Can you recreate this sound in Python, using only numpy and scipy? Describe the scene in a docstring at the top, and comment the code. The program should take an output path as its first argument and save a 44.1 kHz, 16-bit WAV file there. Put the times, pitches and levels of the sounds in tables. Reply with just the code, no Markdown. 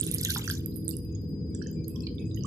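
"""In a kitchen, thick liquid is poured onto a cloth strainer close to a pair of microphone ports.
Bubbles burst and droplets tick, thickly at first, then one by one: short rough sines, each trailed by
background noise let through round its pitch. Ringing drops, fizz and treble specks fill in the splashing.
Below them a fan motor rumbles (banded noise) and hums (sines at multiples of the rotor speed).
A thin whistle sounds on the left, faint rings come and fade, and a soft patchy hiss lies under all."""
import sys
import numpy as np
from scipy import signal
from scipy.io import wavfile

SR = 44100
rng = np.random.default_rng(int(sys.argv[2]) if len(sys.argv) > 2 else 0)


def boost(x):
    """Linear amplitude factor 10**(x/20) for a level x in decibels (scalar or array-like)."""
    u = np.asarray(x, float) / 20
    return 10 ** u


def to_wav(s):
    """Save 16-bit WAV."""
    ch = np.atleast_2d(s).T  # columns
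    pcm = np.round(np.clip(ch, -1, 1) * 32767)  # PCM
    wavfile.write(sys.argv[1], SR, pcm.astype(np.int16))


N = 108530  # length in samples

# In all tables a positive left_minus_right_db means louder on the left.
# Bursting bubbles and droplets: start_s, level_db, pitch_hz, left_minus_right_db,
# ringing_cycles (the least number; small or soft pops may ring longer)
POPS = [(0.001, -20.5, 7700, -11, 5.2), (0.0109, -16, 9000, -14.5, 29), (0.031, -30, 3460, -12, 10.6),
        (0.071, -38, 3960, -5, 21), (0.0385, -24.5, 12100, -13, 6.0), (0.0483, -34, 7560, -4, 6.4),
        (0.0662, -17, 9440, -6, 8.5), (0.066, -32, 6440, 1, 8), (0.0876, -51, 6440, 2, 7.3),
        (0.113, -43, 6000, -13.5, 5.7), (0.1145, -17, 10600, -17, 2.9), (0.1396, -51, 2110, -19, 5.2),
        (0.1404, -15.5, 8950, -3, 2.6), (0.211, -28.5, 7650, -7, 8.4), (0.1444, -13.5, 10900, -36, 33.5),
        (0.184, -30, 6660, 2, 7), (0.163, -31, 11800, -33, 6), (0.1838, -24, 12100, -24, 2.3),
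        (0.1832, -28, 5000, -2, 7), (0.2128, -17, 11500, -40, 22), (0.231, -28, 11700, -29, 6.8),
        (0.231, -26.5, 4800, 2, 11.4), (0.2357, -20.5, 8300, -4, 4.3), (0.2493, -12.5, 12200, -36, 5.8),
        (0.2492, -14, 6650, 6, 4.7), (0.253, -38, 1766, -8, 6.3), (0.251, -28, 3430, -10, 6.1),
        (0.259, -34, 11670, -30, 4.4), (0.3023, -20.5, 4320, 1, 7.7), (0.306, -20.5, 6110, -3, 8.3),
        (0.2855, -25, 11800, -31, 7.5), (0.2991, -12, 13200, -22, 6.3), (0.3048, -15, 11070, -35.5, 1.4),
        (0.316, -23.5, 11800, -37, 25), (0.351, -33, 3300, 0, 5.2), (0.348, -27, 4850, -20, 4.6),
        (0.3488, -19, 11800, -25.5, 6.0), (0.3601, -30, 1400, -14, 5.9), (0.361, -37.5, 956, -11, 3),
        (0.379, -41, 11800, -27, 8.8), (0.3842, -26, 6960, 2, 3.3), (0.411, -49, 4140, 5, 10),
        (0.432, -43, 11720.0, -41, 5.38), (0.2582, -28.5, 3160, -4, 8), (0.4757, -29, 12100, -48, 2.5),
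        (0.477, -26, 5800, -19, 7), (0.4769, -34, 1540, -4, 9), (0.485, -31.5, 4700, -5, 33),
        (0.495, -19, 9100, -11, 5.9), (0.499, -26.5, 6200, 25, 9.1), (0.4982, -33.5, 1580, -6.5, 16),
        (0.502, -25.5, 12000, -41, 16), (0.5133, -14, 12820, -29, 9), (0.499, -29, 3280, 0.5, 5.9),
        (0.51, -26, 4800, -2, 4.5), (0.5377, -33, 6800, 4, 3.8), (0.552, -31.5, 6180, -12, 13),
        (0.571, -47, 5950, -11, 8.4), (0.662, -45, 7700, -16, 8), (0.6601, -18.5, 12470, -24, 12.4),
        (0.89, -34, 8460, -23, 16), (0.7188, -49.5, 4140.0, -27, 8.4), (0.739, -48, 9400, -23, 26),
        (0.7422, -33, 13800, -38, 9.1), (0.766, -25.5, 10850, -22, 6.3), (0.76, -23, 12300, -39, 7.6),
        (0.8452, -31.5, 11800, -46, 6.0), (0.8494, -31, 13000, -40, 9.7), (0.855, -49, 4520, 11, 17.6),
        (0.879, -52, 4060, -11, 8.7), (0.89, -43, 3730, -1, 19), (0.8805, -15.5, 8650, -9.5, 11.6),
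        (0.891, -23.5, 11700, -14, 25), (0.9027, -23, 12300, -26, 11), (0.909, -38.5, 4680, -16, 16),
        (0.91, -45.5, 5600, -2, 16), (0.9092, -37, 7700, 8, 6.1), (0.911, -32, 12100, -28, 7.5),
        (0.9298, -51, 2820, -8, 40), (0.968, -50, 5640, -7, 10), (0.968, -24.5, 10000, -26, 7.1),
        (0.987, -31, 14000, -58, 10), (1.049, -39, 12900, -43, 5.3), (1.126, -55, 6570, -19, 24),
        (1.1514, -60, 3460, -8, 26), (1.149, -44.5, 6670, -21, 45), (1.2176, -40, 14000, -43, 12),
        (1.2914, -37.5, 14200, -50, 19), (1.3043, -59.5, 8600, -13, 6.4), (1.4983, -57.5, 8700, -12, 7.5),
        (1.508, -67.5, 2250, -15, 29), (1.5435, -60.5, 3450, -13, 16), (1.549, -33.5, 7640, -5.5, 16),
        (1.5474, -65, 1670, -16, 21), (1.571, -62, 3250, -7, 7.5), (1.6148, -41.5, 1603, -17, 18.5),
        (1.623, -45.5, 5600, -22, 36), (1.622, -50, 4475, -12, 32), (1.638, -53.5, 4320, -18, 27),
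        (1.6602, -52, 5240, -2, 3), (1.6605, -51, 1680, -18, 2.5), (1.6703, -37, 6370, -17, 11.5),
        (1.7137, -35, 14000, -54, 38), (1.729, -48.5, 7380, -7.5, 25), (1.7672, -70, 2390, 21, 9.1),
        (1.8433, -49.5, 4400, 8, 3.8), (1.841, -52, 6520, -9, 50), (1.8814, -22, 11870, -54, 6.2),
        (1.884, -41, 8140, -25, 17), (1.945, -67, 1040.0, -48, 7.8), (1.959, -42.5, 5600, -9, 12),
        (1.96, -49, 3290, -27, 20), (1.959, -47, 11800, -38, 13), (1.956, -55, 7500, -16, 12),
        (2.005, -36.5, 5100, -0.5, 22), (2.0065, -49, 11500, -26, 11), (2.021, -48, 7700, -4.5, 36),
        (2.034, -42, 4310, 6, 41), (2.019, -51, 3260, -7, 18), (2.068, -33, 4400, -6, 16),
        (2.069, -43, 3090, -9.5, 13), (2.069, -50.5, 2370, -9, 14), (2.086, -45.5, 4400, 8, 7.5),
        (2.1815, -43, 3570, -24, 20), (2.1942, -57, 6720, -21, 13), (2.2076, -52, 9640, -34, 5.0),
        (2.212, -59, 3240, -17, 3.5), (2.2555, -55, 6660, -17, 12), (2.2658, -51.5, 7800, -28, 36),
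        (2.302, -61, 7600, -14, 10), (2.312, -48.5, 3810, -33, 30), (2.3437, -55, 3800.0, -21, 10.0),
        (2.345, -44, 6560, -14, 34), (2.3616, -39.5, 11940, -38, 47), (2.3726, -45, 3000, -14, 18),
        (2.408, -44, 4770, -38, 11.6), (2.423, -55, 2900, -1, 7.6), (2.427, -57, 5000, -11, 7.2),
        (2.435, -59, 2960, -5, 4.6), (2.436, -35, 6100, -12, 6.5), (2.445, -39.5, 1150, -16, 17),
        (2.4527, -53.5, 3140, -12, 40), (2.455, -35, 7500, -26, 8)]
# Vigour of the splashing over time: time_s, vigour_db
SPLASH_VIGOUR = [(0.0, -39), (0.19, -37.5), (0.38, -33.5), (0.57, -45), (0.9, -68.5), (1.07, -60),
                 (1.4, -69), (1.65, -62), (2.46, -61)]
# Tone colour of the splashing: frequency_hz, relative_level_db (per Hz)
SPRAY_COLOUR = [(1000, 2), (1600, -1.5), (2200, 4), (3500, 13.5), (5500, 6), (8000, -3.5), (12000, -11),
                (15000, 27.5)]
# Side of the splashing: frequency_hz, left_minus_right_db
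SPRAY_PAN = [(1000, 5), (2500, -5.5), (5000, 5), (8000, 12), (12000, -45.5), (15000, -38)]
# Rumble from the air and housing of the fan: frequency_hz, relative_level_db (per Hz)
RUMBLE_COLOUR = [(25, 5.5), (50, -8.5), (86, -1), (128, -5.5), (200, -8), (300, -15.5), (400, -19),
                 (500, -19.5), (640, -28)]
# Rumble strength over time, before trimming: time_s, deep_db, upper_db
RUMBLE_LEVEL = [(0.0, -32.5, -35), (0.57, -31, -43), (0.77, -48.5, -38), (0.92, -29.5, -37.5),
                (1.12, -29.5, -52.5), (1.26, -35.5, -35.5), (2.24, -34, -35), (2.46, -29.5, -36.5)]
# Side of the rumble: frequency_hz, left_minus_right_db
RUMBLE_PAN = [(60, -1.5), (110, 0.5), (200, 4), (380, -10), (700, 9), (1290, 5), (2380, 14), (4400, 3),
              (8120, -11), (15000, -3)]
# How alike left and right are in the noises: frequency_hz, likeness (0 to 1)
LIKENESS = [(60, 1), (130, 0.99), (290, 0.95), (640, 0.55), (1410, 0.36), (3100, 0.07), (6820, 0.029),
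            (15000, 0.22)]
# Motor tones: multiple_of_rotor_speed, level_db (rms, before wavering), left_minus_right_db
MOTOR_TONES = [(3, -54.5, -3.5), (4, -47.5, -0.5), (5, -43.5, 2.5), (6, -49, -4), (7, -50.5, 2),
               (8, -43, 3), (10, -47, 0.5), (11, -53.5, 0.5), (12, -50.5, 0), (13, -49.5, 5.5),
               (14, -53, -4.5), (16, -46.5, -5.5), (17, -57, 10), (18, -69.5, 11), (19, -65.5, -20.5),
               (20, -57.5, 0.5), (21, -57, 3.5), (23, -61.5, -4), (24, -58.5, 4)]
# Faint rings that come and go: start_s, length_s, pitch_hz, start_level_db, left_minus_right_db
FAINT_RINGS = [(0.283, 0.046, 1570, -43, -14), (0.513, 0.046, 1600, -61, -11),
               (1.042, 0.12, 2557, -73.5, 30), (1.605, 0.14, 3070, -64, 4), (1.608, 0.098, 2673, -67.5, 7),
               (1.757, 0.093, 2375, -65, 27), (1.896, 0.14, 2547, -68.5, 15), (2.019, 0.05, 2590, -62.5, 7),
               (2.076, 0.08, 4200, -72, 9.5), (2.178, 0.12, 2547, -62.5, 8), (2.292, 0.033, 2520, -68, 6),
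               (1.946, 0.143, 1050, -68.5, -17), (2.088, .07, 3130, -70, -17),
               (2.177, 0.086, 2290, -63, -22), (2.359, 0.034, 1930, -55, -19),
               (1.54, 0.061, 5800, -61.5, -11)]
# Tone colour of the hiss: frequency_hz, relative_level_db (per Hz)
HISS_COLOUR = [(15, 14), (45, 15), (70, 9.5), (500, 7), (700, 4), (1200, -5.5), (3000, -14.5), (8000, -14),
               (13500, -24.5), (16000, -19.5)]
# Side of the hiss: frequency_hz, left_minus_right_db
HISS_PAN = [(60, -9.0), (15000, 11)]

PORT_LAG_S = 0.00016  # the left port hears the liquid later
SPRAY_TOP_HZ, CUTOFF_HZ = 14300, 13100  # top of the noises; top of the ticks and of the whole mix


def rms_one(x):
    """Scale to an average strength (rms) of 1."""
    return x / np.sqrt(np.mean(x ** 2) + 1e-20)


def in_time(rows):
    """Turn the columns of a table into curves over all samples."""
    time_s, *columns = np.transpose(rows)
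    return [np.interp(np.arange(N) / SR, time_s, column) for column in columns]


def at_hz(points, hz):
    """Read a frequency table at hz, with frequency on a musical (log) scale."""
    table_hz, values = np.transpose(points)
    return np.interp(np.log(hz), np.log(table_hz), values)


def panned(pan_db):
    """Left and right gains that keep the mean power."""
    gains = boost(np.array([[pan_db / 2], [-pan_db / 2]]))
    return gains / np.sqrt(np.mean(gains ** 2))


def drift(rate_hz):
    """Smooth random wandering of spread 1: low-passed noise made at every 40th sample."""
    r = np.exp(-80 * np.pi * rate_hz / SR)
    noise = rng.standard_normal(N // 40 + 2002)
    slow = signal.lfilter([1], [1, -2 * r, r * r], noise)[2000:]  # drop the filter's start
    return np.interp(np.arange(N) / 40, np.arange(len(slow)), rms_one(slow - slow.mean()))


def band(x, low_hz, high_hz):
    """Keep only the frequencies between two limits."""
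    limits = [low_hz, min(high_hz, .45 * SR)]
    return signal.sosfilt(signal.butter(2, limits, "band", fs=SR, output="sos"), x)


def cut(x, hz, kind):
    """Steep high- or low-pass."""
    return signal.sosfilt(signal.butter(8, hz, kind, fs=SR, output="sos"), x)


def banded_noise(colour, pan, patchy_db, flicker_hz):
    """Third-octave bands of stereo noise, each with its own level, side, likeness and flicker."""
    lowest, highest = colour[0][0], colour[-1][0]
    edges = lowest * 2 ** np.arange(0, np.log2(highest / lowest) + .01, 1 / 3)
    white = rng.standard_normal((2, 2, N + 8000))
    bands = []
    for k, (low, high) in enumerate(zip(edges, edges[1:])):
        # neighbouring bands use different noise
        mid, side = band(white[k % 2], low, high)[:, -N:]
        hz = np.sqrt(low * high)
        alike = np.clip(at_hz(LIKENESS, hz), 0, 1)
        gain = boost(at_hz(colour, hz) + patchy_db * drift(flicker_hz)) * panned(at_hz(pan, hz))
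        stereo = np.sqrt(1 + alike) * mid + np.sqrt(1 - alike) * side * [[1], [-1]]
        bands.append(gain * stereo)
    return edges[:-1], np.array(bands)


def tone(hz, db, pan_db, waver_db, waver_hz, pace_hz=5.8):
    """A sine whose level and pitch waver."""
    phase = 2 * np.pi * (np.cumsum(hz + waver_hz * drift(pace_hz)) / SR + rng.random())
    level = np.sqrt(2) * boost(db + waver_db * drift(pace_hz))
    return level * np.sin(phase) * panned(pan_db)


def hiss():
    """Faint noise whose frequency bands swell and sink separately."""
    _, bands = banded_noise(HISS_COLOUR, HISS_PAN, patchy_db=2, flicker_hz=12)
    return boost(-66) * rms_one(cut(bands.sum(axis=0), SPRAY_TOP_HZ, "low"))


def faint_rings():
    """Narrow bands of noise sound like rough rings; they come, throb and fade."""
    half_width_hz, fade_db, throb_db = 40, 4, 4
    t = np.arange(N) / SR
    out = np.zeros((2, N))
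    for start, length, hz, db, pan_db in FAINT_RINGS:
        on = np.clip(np.minimum(t - start, start + length - t) / .015, 0, 1)  # 15 ms ramps
        ring = rms_one(band(rng.standard_normal(N), hz - half_width_hz, hz + half_width_hz))
        faded_db = fade_db * np.clip((t - start) / length, 0, 1)
        out += on * boost(db + throb_db * drift(20) - faded_db) * ring * panned(pan_db)
    return out


def whistle():
    """One thin tone on the left, nearly steady in level and pitch."""
    return tone(hz=4941, db=-61, pan_db=25, waver_db=1.0, waver_hz=3.0)


def fan_rumble():
    """Moving air and a shaking housing make low noise; its deep and upper parts swell separately."""
    split_hz, lowest_hz, highest_hz = 140, 58, 500
    deep_db, upper_db = in_time(RUMBLE_LEVEL)
    lows, bands = banded_noise(RUMBLE_COLOUR, RUMBLE_PAN, patchy_db=3.5, flicker_hz=15.5)
    is_deep = lows < split_hz
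    deep = boost(deep_db - 4.5) * rms_one(bands[is_deep].sum(axis=0))
    upper = boost(upper_db - 5.0) * rms_one(bands[~is_deep].sum(axis=0))
    return cut(cut(deep + upper, lowest_hz, "high"), highest_hz, "low")


def motor_hum():
    """A turning rotor hums at whole multiples of its speed, each tone wavering by itself."""
    rotor_hz = 20.172
    return sum(tone(multiple * rotor_hz, db, pan_db, waver_db=3.0, waver_hz=0.89)
               for multiple, db, pan_db in MOTOR_TONES)


def chance_hits(per_s, vigour_db, spread_db, most):
    """Random hits of uneven size; per_s is the rate at full vigour, fewer come when it is lower."""
    sizes = boost(spread_db * np.minimum(rng.exponential(1, N), most))
    rate = per_s * boost((vigour_db - vigour_db.max()) / 2)
    return sizes * (rng.random(N) < rate / SR)


def ringing_drops(vigour_db):
    """Many small drops, each hit setting off one of 24 decaying resonators."""
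    ring_cycles, lag = 15, int(PORT_LAG_S * SR)  # cycles to fall 30 dB in one pass; samples
    hits = chance_hits(1100, vigour_db, spread_db=3, most=4)
    dealt = rng.integers(0, 24, N)  # which resonator each hit goes to
    drops = np.zeros((2, N))
    for k, hz in enumerate(np.geomspace(1500, 14000, 24)):
        r = boost(-30 * hz / (ring_cycles * SR))
        w = 2 * np.pi * hz / SR
        resonator = [1, -2 * r * np.cos(w), r * r]
        rung = signal.lfilter([0, np.sin(w)], resonator, hits * (dealt == k) + 1e-18)
        # a second pass softens the start
        rung = signal.lfilter([0, (1 - r) * np.sin(w)], resonator, rung)
        gain = boost(at_hz(SPRAY_COLOUR, hz)) * hz * panned(at_hz(SPRAY_PAN, hz))
        drops += gain * [np.roll(rung, lag), rung]
    return rms_one(drops)


def fizz():
    """Fine spray blurs into noise whose bands flicker quickly."""
    _, bands = banded_noise(SPRAY_COLOUR, SPRAY_PAN, patchy_db=5, flicker_hz=40)
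    return rms_one(cut(bands.sum(axis=0), SPRAY_TOP_HZ, "low"))


def ticks(vigour_db):
    """Bright specks of spray: brief dying puffs of treble noise."""
    fall_s, low_hz = .002, 7000
    hits = chance_hits(170, vigour_db, spread_db=5, most=2)
    r = np.exp(-1 / (fall_s * SR))
    puffs = signal.lfilter([1], [1, -r], hits + 1e-18) * rng.standard_normal((2, N))
    return rms_one(cut(band(puffs, low_hz, 2 * low_hz), CUTOFF_HZ, "low")) * panned(-15)


def splash():
    """Drops, fizz and ticks together grow louder with the vigour of the splashing."""
    vigour_db, = in_time(SPLASH_VIGOUR)
    drops = boost(-8) * ringing_drops(vigour_db)
    return boost(vigour_db) * (drops + boost(-17.5) * fizz() + boost(-16) * ticks(vigour_db))


def pops():
    """A bubble bursts as a short rough sine rising in pitch; background noise let through round
    that pitch then dies away."""
    attack_share, rise_per_cycle, fall_nepers = .25, .002, 2  # shares of the ringing; fall over it
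    roughness = .55  # noise added to a sine of 1
    tail_db, tail_follows, tail_t60_s = -29, 0.73, 0.26  # base level, share of the pop's dB, decay
    tilt_db, grain_db = -3.5, 3.5  # tail level per octave above 5 kHz; its random flutter
    puff_db, puff_s = -34, 0.018  # short broad puff of noise with each pop
    size = 9000  # samples kept for each pop
    bursts, tails = np.zeros((2, N + SR)), np.zeros((2, N + SR))
    t = np.maximum(np.arange(size) / SR - np.array([[PORT_LAG_S], [0]]), 0)
    grain = drift(42)
    closing = np.clip(2 - 2 * t / (size / SR), 0, 1)  # the second half fades out
    for start, db, hz, pan_db, cycles in POPS:
        # soft pops ring longer; deep ones may be as short as 4 ms
        fewest = min(11, hz * .004) + .75 * np.clip(-30 - db, 0, 20)
        cycles = max(cycles, fewest)
        n = hz * t  # cycles passed
        # noise round the pitch, narrower for long rings
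        ratio = 2 ** min(2.45 / cycles, .28)
        noise = rng.standard_normal((2, size + 2000))
        near = band(band(noise, hz / ratio, hz * ratio), hz / ratio, hz * ratio)
        near = rms_one(near[:, -size:])
        attack = attack_share * cycles
        onset = np.sin(np.pi / 2 * np.minimum(n / attack, 1)) ** 2
        fall = np.exp(-fall_nepers * np.maximum(n - attack, 0) / cycles)
        sine = np.sin(2 * np.pi * n * (1 + rise_per_cycle * (n - cycles) / 2))
        burst = onset * fall * (sine + roughness * near)
        flutter_db = grain_db * np.roll(grain, -rng.integers(N))[:size]
        level_db = tail_db + tilt_db * np.log2(hz / 5000) + tail_follows * db
        tail = near * onset * boost(level_db + flutter_db - 60 * t / tail_t60_s) * closing
        puff = np.exp(-t / puff_s) * band(rng.standard_normal((2, size)), 500, 2000)
        tail = tail + boost(db + puff_db) * puff
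        i = int(start * SR)
        bursts[:, i:i + size] += boost(db) * panned(pan_db) * burst
        tails[:, i:i + size] += panned(0.72 * pan_db) * tail  # tails sit nearer the middle
    return (bursts + cut(tails, SPRAY_TOP_HZ, "low"))[:, :N]


def scene():
    """Hiss, faint rings, whistle, fan and liquid added together."""
    background = hiss() + faint_rings() + whistle()
    fan = fan_rumble() + motor_hum()
    return background + fan + splash() + pops()


def roll_off(x):
    """The treble ends steeply here."""
    return signal.sosfilt(signal.butter(12, 15640, fs=SR, output="sos"), x)


def record(dry):
    """Round off the loudest peaks, then take away the top of the treble."""
    peak_top = .55
    rounded = peak_top * np.tanh(dry / peak_top)
    treble_cut = signal.butter(6, CUTOFF_HZ, fs=SR, output="sos")
    finished = signal.sosfilt(treble_cut, rounded)
    return roll_off(finished)


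dry = scene()
out = record(dry)
to_wav(out)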